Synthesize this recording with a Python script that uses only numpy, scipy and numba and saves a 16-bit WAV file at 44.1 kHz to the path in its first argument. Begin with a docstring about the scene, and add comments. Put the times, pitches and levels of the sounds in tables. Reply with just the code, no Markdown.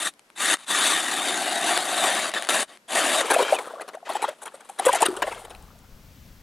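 """A hand auger is turned in strokes into pond ice: random clicks, the chips, excite resonances of steel and hole.
A stuck blade breaks free now and then with a crack. The auger breaks through and is plunged up and down:
ringing air pockets glug, click clouds fizz through short echoes, a thin tone whistles, slush splashes on snow.
A low noise rumble rises during the last plunges and is left over the quiet pond, with two soft wind buffets
and a few ticks of snow. No reverberation is added, for snow gives no echo."""
import sys
import numpy as np
from scipy import signal
from scipy.fft import rfft, irfft
from scipy.io import wavfile
from scipy.ndimage import map_coordinates
from numba import njit

SR = 44100
rng = np.random.default_rng(int(sys.argv[2]) if len(sys.argv) > 2 else 0)


def transcribe(u):
    """Save the signal u as a 16-bit wav file named by the first command-line argument.

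    u: samples, shape (n,) or (channels, n), limited to [-1, 1]; the rate is SR.
    q: integer samples, one column per channel.
    """
    v = np.clip(np.atleast_2d(u).T, -1, 1)
    q = np.round(v * 32767).astype(np.int16)
    wavfile.write(sys.argv[1], SR, q)


N = 283122
TIME = np.arange(N) / SR

# Still air over the pond, heard in both ears: (frequency_hz, density_db)
AIR_SPECTRUM = [(20, -17), (90, -20.5), (220, -1.5), (350, -4), (1000, -9), (3000, -16.5), (9000, -20.5),
                (12000, -23), (16000, -43)]
# Faint steady noise, added to the left ear and subtracted from the right: (frequency_hz, density_db)
SIDE_NOISE_SPECTRUM = [(20, -14), (90, -21), (220, -32.5), (350, -5), (2000, 1), (4000, -8), (9000, -16),
                       (16000, -28)]
# Low rumble: (frequency_hz, density_db), and its course: (time_s, gain_db)
RUMBLE_SPECTRUM = [(12, -17), (25, 5.5), (45, -1.5), (65, 2), (90, -1.5), (150, -5), (220, -6.5),
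                   (300, -15), (360, -22), (1000, -27.5), (2500, -27), (6000, -28.5), (9500, -35.5),
                   (13000, -30.5), (15500, -32)]
RUMBLE_COURSE = [(4.82, -46), (4.865, -6), (5.0, -14), (5.25, -2), (5.55, 1.5), (6.42, 3.5)]
# Wind buffets: (centre_s, level_db)
WIND_BUFFETS = [(5.584, -43), (5.94, -39)]
# Snow grains ticking close by: (centre_s, level_db)
SNOW_TICKS = [(5.626, -44), (5.79, -48)]
# Level difference between the ears: (frequency_hz, left_minus_right_db)
EAR_DIFFERENCE = [(60, 4.5), (250, 3.5), (500, 2.05), (1000, 2.5), (8000, 3), (13000, 3.5)]

# Water squeezed past the screw whistles thinly: (time_s, pitch_hz, level_db)
WHISTLE_TONE = [(3.41, 2484, -60), (3.43, 3000, -39), (3.45, 3165, -38), (3.49, 3190, -41),
                (3.52, 3070, -59), (3.55, 2700, -44), (3.57, 2460, -35)]
# Lumps of thrown slush fall back on the snow: (start_s, end_s, level_db)
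SPATTER_SPELLS = [(3.56, 3.678, -54), (5.24, 5.5, -48)]
# Plunges that churn the slush: (start_s, end_s, attack_s, settling_s, gurgle_db, fizz_db, grains_db,
# first_echo_spacing_hz, last_echo_spacing_hz)
PLUNGE_STROKES = [(3.194, 3.51, 0.062, 0.15, -25.5, -34.5, -36.5, 746, 800),
                  (4.049, 4.298, 0.0073, 0.036, -36.5, -46, -59, 630, 640),
                  (4.38, 4.78, 0.01, 0.03, -51.5, -65.5, -59, 500, 350),
                  (4.776, 5.051, 0.13, 0.27, -31.5, -35.5, -44, 284, 616),
                  (5.209, 5.388, 0.011, 0.027, -52, -49, -50.5, 587, 530)]
# Big air pockets closing: (start_s, level_db, pitch_hz)
AIR_POCKETS = [(3.362, -10.5, 666), (3.392, -13.5, 923), (3.403, -12, 520), (3.42, -18.5, 398),
               (3.523, -8, 609), (3.531, -12, 732), (3.735, -26.5, 606), (3.756, -32.5, 1090),
               (3.797, -31, 600), (3.796, -34, 1500), (3.946, -27.5, 595), (3.97, -32.5, 700),
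               (4.027, -36.5, 667), (4.099, -23, 641), (4.152, -17.5, 793), (4.224, -19.5, 860),
               (4.239, -14.5, 914), (4.283, -19.5, 580), (4.539, -35, 513), (4.696, -29, 760),
               (4.795, -15.5, 726), (4.82, -34, 854), (4.8649, -5, 500), (4.886, -17, 1476),
               (4.891, -7.5, 950), (4.891, -14.5, 523), (4.933, -11.5, 795), (4.952, -15, 665),
               (5.009, -16, 680), (5.022, -15, 436), (5.025, -10, 850), (5.084, -17.5, 375),
               (5.1, -22.5, 353), (5.125, -28, 352), (5.168, -30, 389), (5.192, -35, 450),
               (5.238, -21.5, 580), (5.277, -22.5, 624)]
# Splashes of slush: (start_s, length_s, body_db, spray_db)
SPLASH_BURSTS = [(3.301, 0.019, -15.5, -27), (3.332, 0.015, -19, -23), (3.384, 0.046, -24.5, -35),
                 (3.521, 0.02, -26, -41), (3.546, 0.01, -30, -32), (3.586, 0.0034, -25.5, -31),
                 (3.664, 0.013, -46, -56), (3.806, 0.014, -33.5, -42), (3.878, 0.014, -37, -47),
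                 (3.933, 0.019, -40.5, -55), (4.091, 0.048, -33, -44.5), (4.147, 0.021, -30.5, -40.5),
                 (4.218, 0.035, -29, -39), (4.278, 0.014, -34.5, -41.5), (4.417, 0.022, -44, -41.5),
                 (4.454, 0.027, -37.5, -48), (4.54, 0.016, -46.5, -53), (4.604, 0.0075, -49.5, -54),
                 (4.647, 0.0087, -54, -54), (4.689, 0.012, -45.5, -44.5), (4.787, 0.011, -31, -31.5),
                 (4.851, 0.017, -22.5, -22), (4.879, 0.017, -26, -30.5), (4.9286, 0.0046, -27, -16),
                 (4.946, 0.026, -28, -28), (5.003, 0.011, -28.5, -28), (5.0192, 0.014, -21, -21),
                 (5.0539, 0.0096, -20.5, -21), (5.084, 0.0059, -38, -35), (5.113, 0.0097, -50, -49),
                 (5.165, 0.0073, -35.5, -34.5), (5.22, 0.0067, -16.5, -34.5), (5.268, 0.017, -29, -44.5),
                 (5.313, 0.015, -33, -49), (5.447, 0.0071, -38.5, -41), (5.503, 0.014, -42, -43.5)]
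# Spectra of moving water, of spray and of fizz: (frequency_hz, density_db)
SLOSH_SPECTRUM = [(30, -38.5), (60, -77), (150, -22.5), (250, -8.5), (380, 2), (600, 2.5), (900, 3),
                  (1400, 1), (2200, -12), (3600, -10), (5200, -18), (8000, -20.5), (16000, -36)]
SPRAY_SPECTRUM = [(300, -60.5), (3500, -2), (5200, -15), (7000, -4), (8600, 2.5), (9500, 1.5), (10400, 0),
                  (12000, -8.5), (14000, -26), (16000, -39)]
FIZZ_SPECTRUM = [(100, -55), (800, -18), (1400, -8), (1900, 1.5), (2900, 0), (3700, -5.5), (5200, -12),
                 (7500, -10.5), (16000, -51)]

# Single cracks of the ice under a sticking blade: (start_s, level_db)
ICE_CRACKS = [(0.138, -35.5), (0.194, -29), (0.302, -35.5), (0.57, -21), (1.776, -3), (2.317, -19),
              (2.339, -8), (2.424, -12), (2.432, -18), (2.441, -17), (2.449, -16), (2.471, -15),
              (2.489, -1.5), (2.773, -31)]
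# Strokes of the blades, biting or just rubbing: (start_s, end_s, attack_s, level_db, swell_db_per_s,
# treble_relative_db)
BLADE_STROKES = [(0.0, 0.08, 0.001, -30.5, 51, -1.5), (0.351, 0.541, 0.079, -26.5, 35, -2),
                 (0.574, 0.647, 0.017, -44, -47, -4.5), (0.657, 2.294, 0.055, -26, 0, -3),
                 (2.299, 2.329, 0.01, -33.5, -10, -14), (2.336, 2.385, 0.0026, -26, -10, -7),
                 (2.39, 2.49, 0.0077, -35.5, -40, -5.5), (2.49, 2.629, 0.0023, -20.5, -29, -1.5),
                 (2.669, 2.764, 0.025, -44.5, -65, -5), (2.875, 3.216, 0.073, -23, 0.5, -1)]
# Pressure on the auger through the long stroke: (time_s, gain_db)
AUGER_PRESSURE = [(0.66, -1.5), (0.75, 3.5), (0.88, 5.5), (1.03, -1.5), (1.35, -1), (1.62, -2), (1.69, 4),
                  (1.86, -4), (2.04, 4), (2.22, 0), (2.33, -5.5)]
# Hole and ice sheet ring once the blades are deep enough: (time_s, hole_pitch_hz, hole_db, boom_db)
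HOLE_COURSE = [(0.8, 720, -23, -19.5), (1.15, 742, -7, -13.5), (1.6, 737, -3, -14.5),
               (2.6, 650, -7.5, -16.5), (3.2, 665, -6, -15)]
# Resonances of the steel shaft and spiral, and of the blades themselves: (centre_hz, width_hz, level_db)
SHAFT_MODES = [(1161, 195, 1), (1333, 120, -4.5), (1560, 137, -0.5), (1694, 72, -2.5), (1880, 290, 3.5),
               (2204, 120, -12.5), (2685, 180, -4), (3043, 130, -4.5), (4620, 520, -4)]
BLADE_MODES = [(3543, 57, -0.5), (3690, 470, 5.5), (3780, 240, -5)]
# Spectra of breaking chips, of bright splinters and of the booming ice sheet: (frequency_hz, density_db)
CHIP_SPECTRUM = [(100, -40.5), (300, -13.5), (460, -7), (600, 0.5), (1000, 0.5), (1700, 1.5), (2300, -0.5),
                 (3200, -1), (4300, -5), (5300, -10), (7000, -32)]
SPLINTER_SPECTRUM = [(300, -89), (4000, -48.5), (5400, -9.5), (6600, -1), (8200, 2), (10000, 2),
                     (11200, -6), (12500, -14.5), (14000, -22), (16000, -42.5)]
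BOOM_SPECTRUM = [(50, -54), (100, -39), (165, -10), (280, 0.5), (380, 1.5), (460, -10), (900, -44.5)]

BITE_POWER = 1.27  # exponent of the attack: the blades dig in slowly at first
RELEASE_S = 0.0079  # and let go quickly
TREBLE_DB_PER_S, BLADE_DB_PER_S = -1.06, -2.5  # the treble and the blade ring sink with the auger
BLADE_START_DB = -4.5  # blade ring at time 0, relative to the stroke
GURGLE_ATTACK_S, FIZZ_RELEASE_S, GRAIN_RELEASE_S = 0.027, 0.028, 0.1
ECHO_SHARE = 0.46  # of the fizz amplitude that returns from each bounce
GLUG_CYCLES = 26.8  # 60 dB decay in periods of the starting pitch, so low pockets last longer
CUTOFF_HZ = 15900


def undb(db):
    """Logarithmic level: decibels to amplitude gain."""
    return 10 ** (np.asarray(db) / 20)


def unit(x):
    """Power normalisation: scale to rms 1."""
    return x / np.sqrt(np.mean(x ** 2) + 1e-20)


def curve(rows):
    """Linear interpolation: each column after the time, at every sample."""
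    seconds, *columns = np.transpose(rows)
    return [np.interp(TIME, seconds, column) for column in columns]


def during(start, end, fade=0.0095):
    """Gating: 1 between two times, 0 outside, with short ramps in seconds."""
    fade_in = np.clip((TIME - start) / fade + 1, 0, 1)
    fade_out = np.clip((end - TIME) / fade + 1, 0, 1)
    return fade_in * fade_out


def envelope(start, end, attack, release, power=1):
    """Attack and exponential decay: rise from `start`, hold until `end`, then die away."""
    rise = np.clip((TIME - start) / attack, 0, 1) ** power
    return rise * np.exp(-np.maximum(TIME - end, 0) / release)


def add(track, seconds, sound):
    """Superposition: mix a short sound into the track at a given time."""
    start = int(np.clip(seconds * SR, 0, N - 1))
    track[start:start + len(sound)] += sound[:N - start]


def colour(x, spectrum):
    """Minimum-phase filtering: a folded cepstrum turns a gain curve into a causal response."""
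    hz, db = np.transpose(spectrum)
    bins_hz = np.maximum(np.arange(2049) * SR / 4096, 1)
    gain = undb(np.interp(np.log(bins_hz), np.log(hz), db))
    cepstrum = irfft(np.log(gain))
    half = len(cepstrum) // 2
    cepstrum[1:half] *= 2
    cepstrum[half + 1:] = 0
    response = irfft(np.exp(rfft(cepstrum)))
    return signal.oaconvolve(x, response)[:N]


def shaped(x, spectrum):
    """Power-preserving filtering: colour a white sound, keeping its power."""
    filter_norm = np.linalg.norm(colour(signal.unit_impulse(N), spectrum))
    return colour(x, spectrum) / filter_norm


@njit
def resonate(x, hz, width):
    """Simple resonance: a state-variable band-pass with a moving centre."""
    out, band, low = np.empty(len(x)), 0., 0.
    for i in range(len(x)):
        g, damping = np.tan(np.pi * hz[i] / SR), width / hz[i]
        v = (band + g * (x[i] - low)) / (1 + g * (g + damping))
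        band, low, out[i] = 2 * v - band, low + 2 * g * v, damping * v
    return out


def walk(rate):
    """Smooth random fluctuation: spread near 1, changing `rate` times a second."""
    knots = rng.standard_normal(N // 8)
    return map_coordinates(knots, [TIME * rate], order=2, mode="wrap")


def ring(x, hz, width, wander=0.017):
    """Cascaded resonance: two equal band-passes whose centre wanders as the auger turns and rubs, rms 1."""
    centre_hz = hz * (1 + wander * walk(9))
    once = resonate(x, centre_hz, float(width))
    return unit(resonate(once, centre_hz, float(width)))


def crackle(rate, spread_db):
    """Random impulse process: `rate` clicks a second of uneven size and random sign, rms 1."""
    hit = rng.random(N) < rate / SR
    size = undb(spread_db * np.clip(rng.standard_normal(N), -2, 2))
    sign = np.sign(rng.standard_normal(N))
    return unit(hit * size * sign)


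def bubble(hz, t60, glide, attack):
    """Bubble resonance: a decaying sine, its pitch climbing with `glide` as the pocket nears the surface."""
    t = np.arange(int(t60 * SR) + 2) / SR
    phase = 2 * np.pi * hz * (t + glide * t * t / (2 * t60))
    onset = 1 - np.exp(-(t / attack) ** 2)
    swell = onset * np.exp(-np.log(1000) * t / t60)
    return np.sin(phase) * swell / swell.max()


def bubbles(count, low_hz, high_hz, cycles, glide, spread_db):
    """Superposed decaying pings at random times: small bubbles, or ice flakes when glide is 0; rms 1."""
    out = np.zeros(N)
    for when, pitch, size, life in rng.random((count, 4)):
        hz = low_hz * (high_hz / low_hz) ** pitch
        t60 = cycles * (.5 + life) / hz
        add(out, when * N / SR, undb(spread_db * size) * bubble(hz, t60, glide, attack=t60 / 20))
    return unit(out)


def patchy(x, spread_db, band_hz, rate, full_hz=1300):
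    """Time-frequency modulation: narrow bands swell and fade separately, less so towards the bass."""
    f, t, z = signal.stft(x, SR, nperseg=512, noverlap=384)
    places = np.meshgrid(f / band_hz, t * rate, indexing="ij")
    field = map_coordinates(rng.standard_normal((256, 1024)), places, order=2, mode="mirror")
    depth = np.minimum(f / full_hz, 1)[:, None]
    gain = undb(spread_db * depth * field)
    gain /= np.sqrt(np.mean(gain ** 2, axis=1, keepdims=True))
    return signal.istft(z * gain, SR, nperseg=512, noverlap=384)[1][:N]


def outdoors():
    """Broadband noise: faint still air, then a low rumble with slow wind pulses and short ticks of snow."""
    rise_db, = curve(RUMBLE_COURSE)
    air = undb(-61.5) * shaped(rng.standard_normal(N), AIR_SPECTRUM)
    rumble_gain = undb(-53 + rise_db + 1.2 * walk(8.6))
    rumble = rumble_gain * shaped(rng.standard_normal(N), RUMBLE_SPECTRUM)
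    for centre, db in WIND_BUFFETS:
        pulse = np.exp(-((TIME - centre) / 0.019) ** 2)
        rumble += undb(db) * pulse * np.sin(2 * np.pi * 24 * (TIME - centre))
    ticks = sum(undb(db) * np.exp(-np.abs(TIME - centre) / 0.0006) for centre, db in SNOW_TICKS)
    return air + rumble + shaped(ticks * rng.standard_normal(N), SPRAY_SPECTRUM)


def whistle():
    """Frequency modulation: a thin unsteady tone as the auger is pulled up through the water."""
    hz, db = curve(WHISTLE_TONE)
    unsteady_hz = hz * (1 + 0.0126 * walk(330))
    tone = unit(np.sin(2 * np.pi * np.cumsum(unsteady_hz) / SR))
    return tone * undb(db + 2 * walk(120)) * during(WHISTLE_TONE[0][0], WHISTLE_TONE[-1][0])


def spatter(rate=70, decay=0.0018):
    """Random impacts with exponential decay: small wet lumps land, each a short crisp pat."""
    impacts = np.abs(crackle(rate=rate, spread_db=9.5))
    pats = signal.lfilter([1], [1, -np.exp(-1 / (decay * SR))], impacts)
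    pats = unit(pats * rng.standard_normal(N))
    falling = sum(undb(db) * envelope(start, end, 0.02, 0.04) for start, end, db in SPATTER_SPELLS)
    wet = undb(-2.5) * shaped(pats, FIZZ_SPECTRUM) + undb(-6.5) * shaped(pats, SPRAY_SPECTRUM)
    return falling * patchy(wet, spread_db=5.5, band_hz=410, rate=55)


def reflect(x, spacing_hz):
    """Comb interference: echoes across the changing gap of water and auger, their treble lost in slush."""
    dull = signal.sosfiltfilt(signal.butter(2, 6000, fs=SR, output="sos"), x)
    echoes = sum(ECHO_SHARE ** k * np.interp(TIME - k / spacing_hz, TIME, dull) for k in range(1, 4))
    return (x + echoes) / np.sqrt(1 + ECHO_SHARE ** 2)


def churn():
    """Bubble clouds and impulse noise: stirred slush gurgles and fizzes, and loose ice grains hiss on top."""
    gurgle = undb(-6.5) * bubbles(count=1300, low_hz=418, high_hz=1560, cycles=23.4, glide=0.49, spread_db=23)
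    gurgle += undb(-7) * shaped(crackle(rate=2200, spread_db=5), SLOSH_SPECTRUM)
    fizz = undb(0.5 + 1.0 * walk(90)) * shaped(crackle(rate=6000, spread_db=1), FIZZ_SPECTRUM)
    grains = undb(-4.5 + 3.9 * walk(49)) * shaped(crackle(rate=2000, spread_db=3), SPRAY_SPECTRUM)
    out = np.zeros(N)
    for start, end, attack, settling, gurgle_db, fizz_db, grains_db, first_hz, last_hz in PLUNGE_STROKES:
        out += undb(gurgle_db) * gurgle * envelope(start, end, GURGLE_ATTACK_S, settling)
        spacing_hz = np.interp(TIME, [start, end], [first_hz, last_hz])
        out += undb(fizz_db) * reflect(fizz, spacing_hz) * envelope(start, end, attack, FIZZ_RELEASE_S)
        out += undb(grains_db) * grains * envelope(start, end, attack, GRAIN_RELEASE_S)
    return out


def glugs():
    """Bubble resonance: big air pockets ring briefly; the thick slush shakes their level and pitch."""
    out = np.zeros(N)
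    for start, db, hz in AIR_POCKETS:
        add(out, start, undb(db) * bubble(hz, GLUG_CYCLES / hz, glide=.2, attack=0.0028))
    shaken = np.interp(TIME + .0001 * walk(260), TIME, out)  # uneven delay shakes the pitch
    return shaken * undb(1.3 * walk(350))


def splashes(rise=0.0013, body_tail=0.0075, spray_tail=0.0031):
    """Bursts of drop impacts: a dull slap full of tiny bubbles, with a bright spray on top."""
    body, spray = np.zeros(N), np.zeros(N)
    t = np.arange(SR // 6) / SR
    for start, length, body_db, spray_db in SPLASH_BURSTS:
        onset, past = np.minimum(t / rise, 1), np.maximum(t - length, 0)
        add(body, start, undb(body_db) * onset * np.exp(-past / body_tail))
        add(spray, start, undb(spray_db) * onset * np.exp(-past / spray_tail))
    slap = shaped(body * crackle(rate=2800, spread_db=5), SLOSH_SPECTRUM)
    froth = body * bubbles(count=4000, low_hz=800, high_hz=4110, cycles=30.6, glide=0.19, spread_db=1)
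    mist = bubbles(count=5000, low_hz=5120, high_hz=11770, cycles=41, glide=0.027, spread_db=4)
    droplets = crackle(rate=7000, spread_db=0) + undb(-9) * mist
    flutter = unit(undb(4.5 * walk(250)))
    drops = shaped(spray * droplets * flutter, SPRAY_SPECTRUM)
    mix = undb(-1.5) * slap + undb(-3.5) * froth + undb(-0.5) * drops
    return patchy(mix, spread_db=4.5, band_hz=330, rate=40)


def cracks(decay=0.0012):
    """Brittle fracture: a stuck blade breaks free in a few milliseconds of splintering."""
    bursts = np.zeros(N)
    burst = np.exp(-np.arange(SR // 20) / SR / decay)
    for start, db in ICE_CRACKS:
        add(bursts, start, undb(db) * burst)
    splinters = bursts * crackle(rate=6200, spread_db=6)
    body = undb(-9.5) * shaped(splinters, CHIP_SPECTRUM)
    return body + undb(-15.5) * shaped(splinters, SPLINTER_SPECTRUM)


def cutting():
    """Amplitude control by cutting force: body and treble gains as strokes dig in, swell or sag, and let go."""
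    body, treble = np.zeros(N), np.zeros(N)
    for start, end, attack, db, swell, treble_db in BLADE_STROKES:
        stroke_db = db + swell * (np.clip(TIME, start, end) - start)
        stroke = envelope(start, end, attack, RELEASE_S, BITE_POWER) * undb(stroke_db)
        body += stroke
        treble += stroke * undb(treble_db)
    # no extra pressure before or after the long stroke
    pressure = undb(np.interp(TIME, *np.transpose(AUGER_PRESSURE), left=0, right=0))
    return body * pressure, treble * pressure * undb(TREBLE_DB_PER_S * TIME)


def ring_modes(modes, slips):
    """Modal synthesis: slipping clicks drive each resonance of the steel, and the modes sum to rms 1."""
    total = np.zeros(N)
    for hz, width, db in modes:
        total += undb(db) * ring(crackle(rate=2500, spread_db=4.5) * slips, hz, width)
    return unit(total)


def blades():
    """Stick-slip excitation: blades catch and slip, and showers of chips ring the steel, ice sheet and hole."""
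    body_gain, treble_gain = cutting()
    hole_hz, hole_db, boom_db = curve(HOLE_COURSE)
    slips = unit(undb(1.16 * walk(260) + 0.79 * walk(70)))
    chips = crackle(rate=5000, spread_db=1) * slips
    hole = ring(crackle(rate=2700, spread_db=4.5) * slips, hole_hz, 224)
    boom = shaped(crackle(rate=3000, spread_db=1) * slips, BOOM_SPECTRUM)
    body = undb(-4) * shaped(chips, CHIP_SPECTRUM)
    body += undb(-6.5) * ring_modes(SHAFT_MODES, slips)
    body += undb(BLADE_START_DB + BLADE_DB_PER_S * TIME) * ring_modes(BLADE_MODES, slips)
    body += undb(hole_db) * hole + undb(boom_db) * boom
    # thin flakes tinkle, each at a pitch of its own
    flakes = bubbles(count=5000, low_hz=4890, high_hz=12700, cycles=190, glide=0, spread_db=6.5)
    treble = shaped(undb(-2.5) * chips + undb(-10.5) * flakes * slips, SPLINTER_SPECTRUM)
    return patchy(body * body_gain + treble * treble_gain, spread_db=2.5, band_hz=257.5, rate=35)


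def scene():
    """Interaural level difference: all sources a little to the left, plus faint steady noise opposed in sign."""
    water = churn() + splashes() + spatter() + glugs()
    # a narrow hole radiates no deep bass
    water = signal.sosfilt(signal.butter(2, 90, "high", fs=SR, output="sos"), water)
    mid = outdoors() + whistle() + water + cracks() + blades()
    left = colour(mid, [(hz, db / 2) for hz, db in EAR_DIFFERENCE])
    right = colour(mid, [(hz, -db / 2) for hz, db in EAR_DIFFERENCE])
    side_noise = undb(-67) * shaped(rng.standard_normal(N), SIDE_NOISE_SPECTRUM)
    return np.array([left + side_noise, right - side_noise])


def record(dry):
    """Band limitation: a steep elliptic low-pass removes the top of the spectrum."""
    return signal.sosfilt(signal.ellip(10, .1, 80, CUTOFF_HZ, fs=SR, output="sos"), dry)


dry = scene()
out = record(dry)
transcribe(out)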